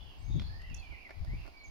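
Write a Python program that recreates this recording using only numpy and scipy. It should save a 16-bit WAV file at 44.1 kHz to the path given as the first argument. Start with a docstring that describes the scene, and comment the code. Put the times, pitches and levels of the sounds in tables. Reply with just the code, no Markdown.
"""Whirligig in a light breeze

A wooden duck whirligig turns at the edge of a wood. Turbulent gusts buffet the two microphone ports
over a faint hush of leaves. Birds trill, peep and whistle, their notes scattered by the trees.
The loose wing hubs strike their axle, exciting damped modes of wood and metal,
and a dry snap stutters close to the right port."""
import sys
import numpy as np
from scipy import signal
from scipy.fft import rfft, irfft
from scipy.io import wavfile
from scipy.ndimage import uniform_filter1d

SR = 44100
rng = np.random.default_rng(int(sys.argv[2]) if len(sys.argv) > 2 else 0)


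def persist_wave(psi):
    """Save psi, clipped to +-1, as 16-bit WAV."""
    counts = np.round(np.clip(psi, -1, 1) * 32767).astype(np.int16)
    wavfile.write(sys.argv[1], SR, np.atleast_2d(counts).T)


N = 74970


def undb(db):
    """Amplitude ratio of a level in decibels."""
    return 10 ** (np.asarray(db) / 20)


def unit(x):
    """Normalisation to rms 1."""
    return x / np.sqrt(np.mean(x ** 2))


def pan(pan_db):
    """Constant-power gains for a level difference, left minus right."""
    gains = undb(np.array([pan_db, -pan_db]) / 2).reshape(2, -1)
    return gains / np.sqrt(np.mean(gains ** 2, axis=0))


def delay_left(x, lag_s):
    """Arrival-time difference: a linear phase shift delays the left port."""
    hz = np.fft.rfftfreq(N, 1 / SR)
    return np.array([irfft(rfft(x[0]) * np.exp(-2j * np.pi * hz * lag_s), N), x[1]])


def noise(spectrum, shared=0):
    """Partly coherent noise of rms 1: a share of its power is common to both ports."""
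    hz, db = np.array(spectrum, float).T
    bins_hz = np.maximum(np.fft.rfftfreq(N, 1 / SR), 1)
    white = rng.standard_normal((3, N))
    pair = np.sqrt(1 - shared) * white[:2] + np.sqrt(shared) * white[2]
    return unit(irfft(rfft(pair) * undb(np.interp(np.log(bins_hz), np.log(hz), db)), N))


def walk(rate_hz):
    """Low-pass noise: a smooth random drift of rms 1."""
    width = max(int(SR / rate_hz), 1)
    return unit(uniform_filter1d(uniform_filter1d(rng.standard_normal(N), width), width))


def fade(age, t60):
    """Exponential decay from age 0, falling 60 dB in t60 seconds."""
    return (age >= 0) * np.exp(-np.log(1000) * np.maximum(age, 0) / t60)


def eddies(spectrum, window_s=0.016, evenness=0.68):
    """Turbulent pressure, independent at each port, with its envelope partly levelled."""
    pressure = noise(spectrum)
    power = uniform_filter1d(np.abs(signal.hilbert(pressure)) ** 2, int(window_s * SR), axis=1)
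    return unit(pressure / power ** (evenness / 2))


# wind on the ports: time_s, level_db, pan_db
GUSTS = [(0,-47,16),(.08,-48.5,14),(0.139,-54.5,-8),(.21,-45.5,9),(0.292,-35,13),(0.344,-30.5,6.5),(.385,-37,2),(.44,-38,9.5),(0.507,-38.5,2.5),(.54,-43.5,2),(.66,-45.5,0),(.745,-41,10),(0.808,-44,-14.5),(0.864,-55.5,2.5),(0.912,-42,-12),(.97,-53,-6),(1.07,-64.5,-8),(1.145,-55,5),(1.177,-42,29),(1.22,-32,13),(1.253,-46.5,-14),(1.287,-34,0.5),(1.35,-36,2.5),(1.46,-48,-13),(1.53,-59,1),(1.64,-61.5,2),(1.7,-44.5,-3.5)]
# slow eddies, and the churn of stronger air: frequency_hz, density_db
RUMBLE_SPECTRUM = [(12,-17),(25,-1.5),(47,4.5),(80,-1.5),(120,-22),(190,-30),(300,-48),(2000,-120)]
CHURN_SPECTRUM = [(40,-25.5),(80,10),(130,4),(170,-4.5),(240,-25),(340,-46),(600,-56),(2000,-120)]

def wind(t, churn_db=-9.5, reference_db=-43.5, growth=0.43):
    """Turbulence rumbles on the ports; churn grows faster than rumble, so strong gusts are brighter."""
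    times, levels, sides = np.array(GUSTS).T
    gust_db = np.interp(t, times, levels)
    churn = eddies(CHURN_SPECTRUM) * undb(churn_db + growth * (gust_db - reference_db))
    return (eddies(RUMBLE_SPECTRUM) + churn) * undb(gust_db) * pan(np.interp(t, times, sides))


# still air and leaves: frequency_hz, density_db
HUSH_SPECTRUM = [(30,3.5),(100,-16),(200,-11),(330,-10.5),(500,-16.5),(760,-10.5),(1050,-15),(1400,-21.5),(2600,-18),(3700,-24.5),(4900,-19.5),(5700,-31.5),(6600,-32),(7600,-42.5),(11000,-36),(16000,-39.5)]

def leaves(level_db=-57.5, flicker_db=0.87):
    """Broadband noise, faintly modulated in amplitude, reaches the left port first."""
    hush = delay_left(noise(HUSH_SPECTRUM, shared=0.32), lag_s=-0.0002074)
    return hush * undb(level_db + flicker_db * walk(6.7)) * pan(-2)


def voice(t, start, length, hz, rough, edge_s, smear_hz=230):
    """Narrowband modulation spreads the rough share of a tone's power around its pitch."""
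    smear = np.resize(walk(smear_hz) + 1j * walk(smear_hz), len(t)) / np.sqrt(2)
    swell = np.clip(np.minimum(t - start, start + length - t) / edge_s, 0, 1)
    tone = (np.sqrt(1 - rough) + np.sqrt(rough) * smear) * np.exp(2j * np.pi * np.cumsum(hz) / SR)
    return np.sqrt(2) * swell * tone.imag


def note(t, start, length, first, middle, last, depth_hz=0, *, rough, edge_s, warble_hz=61.34):
    """Frequency modulation: a wavering parabola through three pitches, with optional warble."""
    u = np.clip((t - start) / length, 0, 1)
    arc = first * (1 - u) * (1 - 2 * u) + middle * 4 * u * (1 - u) + last * u * (2 * u - 1)
    drift = np.resize(walk(146.5), len(t))
    warble = np.sin(2 * np.pi * np.cumsum(warble_hz * (1 + 0.22 * drift)) / SR)
    return voice(t, start, length, arc * (1 + 0.00583 * drift) + depth_hz * warble, rough, edge_s)


# far calls: start_s, length_s, first_hz, middle_hz, last_hz, depth_hz, level_db, pan_db
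TRILL_NOTES = [(-.06,0.21,3220,3137,2910,280,-61.5,-3),(0.212,0.15,6280,6444,6570,120,-69.5,-13),(0.271,0.18,3734,3510,3366,167,-61.5,3),(0.384,0.109,4200,4303,4315,146,-59,-1),(0.424,0.16,4770,4757,4693,245,-64,-5),(0.584,0.135,2940,2898,2756,225,-59.5,-3),(0.81,0.24,2920,2828,2646,130,-66,-3),(0.887,0.167,2360,2431,2334,101,-56.5,-5.5),(1.059,0.11,2430,2341,2350,102,-65,0),(1.339,0.12,2350,2685,2080,141,-58.5,-4)]

def trills(t):
    """Rapid frequency modulation makes rough, soft-edged notes trill."""
    return sum(note(t, *shape, rough=0.7, edge_s=0.03) * undb(db) * pan(side)
               for *shape, db, side in TRILL_NOTES)


# a nearer bird: start_s, length_s, first_hz, middle_hz, last_hz, level_db, pan_db
PEEP_NOTES = [(0.187,0.05,7350,7900,8300,-72.5,-7),(0.782,0.029,4490,4320,4540,-58,-8),(1.57,0.066,4850,4340,4130,-65,5)]
PEEP_ROUGH, PEEP_EDGE_S = 0.15, 0.0023

def peeps(t):
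    """Short glides of nearly pure tone make thin, high calls."""
    return sum(note(t, *shape, rough=PEEP_ROUGH, edge_s=PEEP_EDGE_S) * undb(db) * pan(side)
               for *shape, db, side in PEEP_NOTES)


# birdsong: start_s, length_s, first_hz, middle_hz, last_hz, rough_share, level_db, pan_db
WHISTLE_NOTES = [(0.215,0.095,2260,2242,2256,0,-69,-11),(0.488,0.096,1670,1773,1862,0.3,-61.5,-8.5),(0.592,0.1,1850,1994,1945,0.62,-57.5,0.5),(0.695,0.045,2850,2660,2510,0.42,-55,-21),(0.734,0.13,3400,3355,3290,0.5,-69.5,3),(0.737,0.09,2620,2645,2560,0.6,-62.5,-2),(0.82,0.066,2480,2377,2320,0.28,-59,-5),(0.906,0.0548,2400,2162,1910,0,-54.5,-1),(1.045,0.036,2270,2097,1880,0.2,-51.5,-1),(1.264,0.098,1800,2094,2445,.35,-58,-0.5),(1.534,0.055,2400,2285,2310,0.2,-61.5,-8),(1.601,0.076,2270,2281,2253,0,-55.5,-5.5)]

def whistles(t):
    """A single partial glides through each note, pure or roughened."""
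    return sum(note(t, *shape, rough=rough, edge_s=0.0058) * undb(db) * pan(side)
               for *shape, rough, db, side in WHISTLE_NOTES)


def trees(x, t60_s=0.44, build_s=0.0078):
    """Scattering from trunks and foliage: an echo builds and decays, different at each port."""
    t = np.arange(N) / SR
    tail = rng.standard_normal((2, N)) * fade(t, t60_s) * (1 - np.exp(-t / build_s))
    tail /= np.sqrt(np.sum(tail ** 2, axis=1, keepdims=True))
    return signal.fftconvolve(x, tail, axes=1)[:, :x.shape[1]]


def birds():
    """The direct-to-reverberant ratio falls with distance: farther birds arrive more as echo."""
    lead = SR // 10  # the first trill is already under way at time 0
    t = np.arange(-lead, N) / SR
    song, far, near = whistles(t), trills(t), chirp(t) + peeps(t)
    direct = song + undb(-5) * far + near
    echo = trees(undb(-4) * song + far + undb(-8) * near)
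    return delay_left((direct + echo)[:, lead:], lag_s=0.000316)


# eddies at gust peaks: frequency_hz, density_db
FLUTTER_SPECTRUM = [(50,-18),(100,-2.5),(140,2),(185,-4.5),(240,-9),(340,-15.5),(420,-32.5),(600,-32.5),(900,-75),(3000,-100)]
# their bursts: centre_s, sigma_s, level_db, pan_db
FLUTTER_BURSTS = [(0.304,0.0085,-42,24),(0.371,0.016,-30,36),(0.415,0.018,-42.5,2),(0.723,0.01,-45,2),(1.298,0.01,-51.5,23),(1.338,0.0048,-38.5,25)]

def flutter(t):
    """Faster turbulence buffets the ports in brief Gaussian bursts."""
    bursts = sum(undb(db) * pan(side) * np.exp(-((t - centre) / sigma) ** 2 / 2)
                 for centre, sigma, db, side in FLUTTER_BURSTS)
    return eddies(FLUTTER_SPECTRUM) * bursts


def ring(modes, age, scatter=0.0048):
    """Free vibration: damped modes, randomly detuned per blow, with a random phase at each port."""
    out = 0
    for hz, db, t60 in modes:
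        detuned_hz = hz * (1 + scatter * rng.standard_normal())
        phase = 2 * np.pi * detuned_hz * age + rng.standard_normal((2, 1))
        out += undb(db) * fade(age, t60) * np.sin(phase)
    return out


# modes of the wooden body, hub and metal axle: pitch_hz, level_db, t60_s
BODY_MODES = [(300,1,0.051),(398,-0.5,0.044),(580,0.5,0.054),(677,4.5,0.037),(780,-7,0.069),(881,-10,0.063),(1150,6.5,0.01),(1405,-6,0.06)]
HUB_MODES = [(1774,-6,0.056),(2137,2.5,0.023)]
AXLE_MODES = [(3360,-3,0.022),(4000,-16.5,0.026)]
# contact noise: frequency_hz, density_db
CLACK_SPECTRUM = [(300,-1),(900,1.5),(1400,-2),(2300,5),(2800,-2),(3400,-5.5),(4000,-4),(5200,-0.5),(6200,-14.5),(8000,-29),(16000,-43)]
TICK_SPECTRUM = [(1500,-37),(4500,12),(6500,1),(9000,-6),(12000,-1.5),(16000,-23)]
# wing hub impacts: start_s, body_db, clack_db, hub_db, axle_db, tick_db, pan_db
HUB_BLOWS = [(.396,-58.5,-42.5,-59,-34,-73,-3),(0.418,-56,-48,-68,-44,-65,-4.5),(0.617,-90,-54,-80,-73,-55,9),(0.699,-69,-60,-53,-62,-63,-11),(0.924,-54.5,-68,-76,-69,-67,-16),(1.0928,-52.5,-56,-52,-75,-75,2),(1.1063,-50.5,-54.5,-43,-76,-60,-3),(1.247,-55,-59.5,-72,-56,-56,-9.5),(1.453,-51,-65,-59,-79,-71,-22),(1.464,-58,-68,-52,-78,-59.5,13),(1.477,-50,-80,-76,-80,-59,-16)]

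def whirligig(t, contact_s=0.001, rattle_db=-15.5):
    """Impact excitation: each blow of a loose hub makes contact noise and rings body, hub and axle."""
    out = np.zeros((2, N))
    clack, tick = noise(CLACK_SPECTRUM, shared=0.82), noise(TICK_SPECTRUM)
    for start, body_db, clack_db, hub_db, axle_db, tick_db, side in HUB_BLOWS:
        span = slice(int(start * SR), int(start * SR) + SR // 5)
        age = t[span] - t[span][0]
        clack_decay = fade(age, t60=0.017) + undb(rattle_db) * fade(age, t60=0.19)
        blow = undb(body_db) * ring(BODY_MODES, age)
        blow += undb(hub_db) * ring(HUB_MODES, age)
        blow += undb(axle_db) * ring(AXLE_MODES, age)
        blow += undb(clack_db) * clack[:, span] * clack_decay
        blow += undb(tick_db) * tick[:, span] * fade(age, t60=0.023)
        out[:, span] += blow * np.minimum(age / contact_s, 1) * pan(side)
    return out


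# a dry double snap and its weaker stutter: start_s, level_db, tilt_db_per_octave
SNAP_EVENTS = [(0.7449,-40.5,8),(0.748,-38,-15),(0.759,-51,2),(0.766,-49,-6),(0.77,-49,-12),(0.776,-47,-20),(0.799,-54,7)]
# its ring: pitch_hz, level_db, t60_s
SNAP_MODES = [(5780,1,0.01),(6540,5,0.0066),(8950,-4,0.0057),(11600,-8,0.0029)]

def snaps(rise_s=0.0005, echo_db=-14):
    """High modes, damped within milliseconds, sound as snaps close to the right port."""
    out, age = np.zeros((2, N)), np.arange(SR // 20) / SR
    attack = 1 - np.exp(-(age / rise_s) ** 2)
    lowest_hz = SNAP_MODES[0][0]
    for start_s, level_db, tilt in SNAP_EVENTS:
        start = int(start_s * SR)
        modes = [(hz, db + tilt * np.log2(hz / lowest_hz), t60) for hz, db, t60 in SNAP_MODES]
        out[:, start:start + len(age)] += undb(level_db) * ring(modes, age, scatter=0.051) * attack
    return (out + undb(echo_db) * trees(out)) * pan(-15)


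# contour of one high bird call: time_s, pitch_hz
CHIRP_CONTOUR = [(1.636,6650),(1.644,6780),(1.661,6200),(1.668,6120),(1.682,6680),(1.691,6300)]

def chirp(t, level_db=-65):
    """A frequency sweep that dips, rises again and hooks down."""
    times, hz = np.array(CHIRP_CONTOUR).T
    call = voice(t, times[0], times[-1] - times[0], np.interp(t, times, hz), PEEP_ROUGH, PEEP_EDGE_S)
    return call * undb(level_db) * pan(-13)


def scene():
    """Superposition: the pressures of all sources add at each port."""
    t = np.arange(N) / SR
    return wind(t) + flutter(t) + leaves() + whirligig(t) + snaps() + birds()


def record(dry):
    """Band limiting: a steep elliptic low-pass removes the highest treble."""
    cutoff_hz = 15850
    return signal.sosfilt(signal.ellip(10, .2, 70, cutoff_hz, fs=SR, output="sos"), dry)


dry = scene()
out = record(dry)
persist_wave(out)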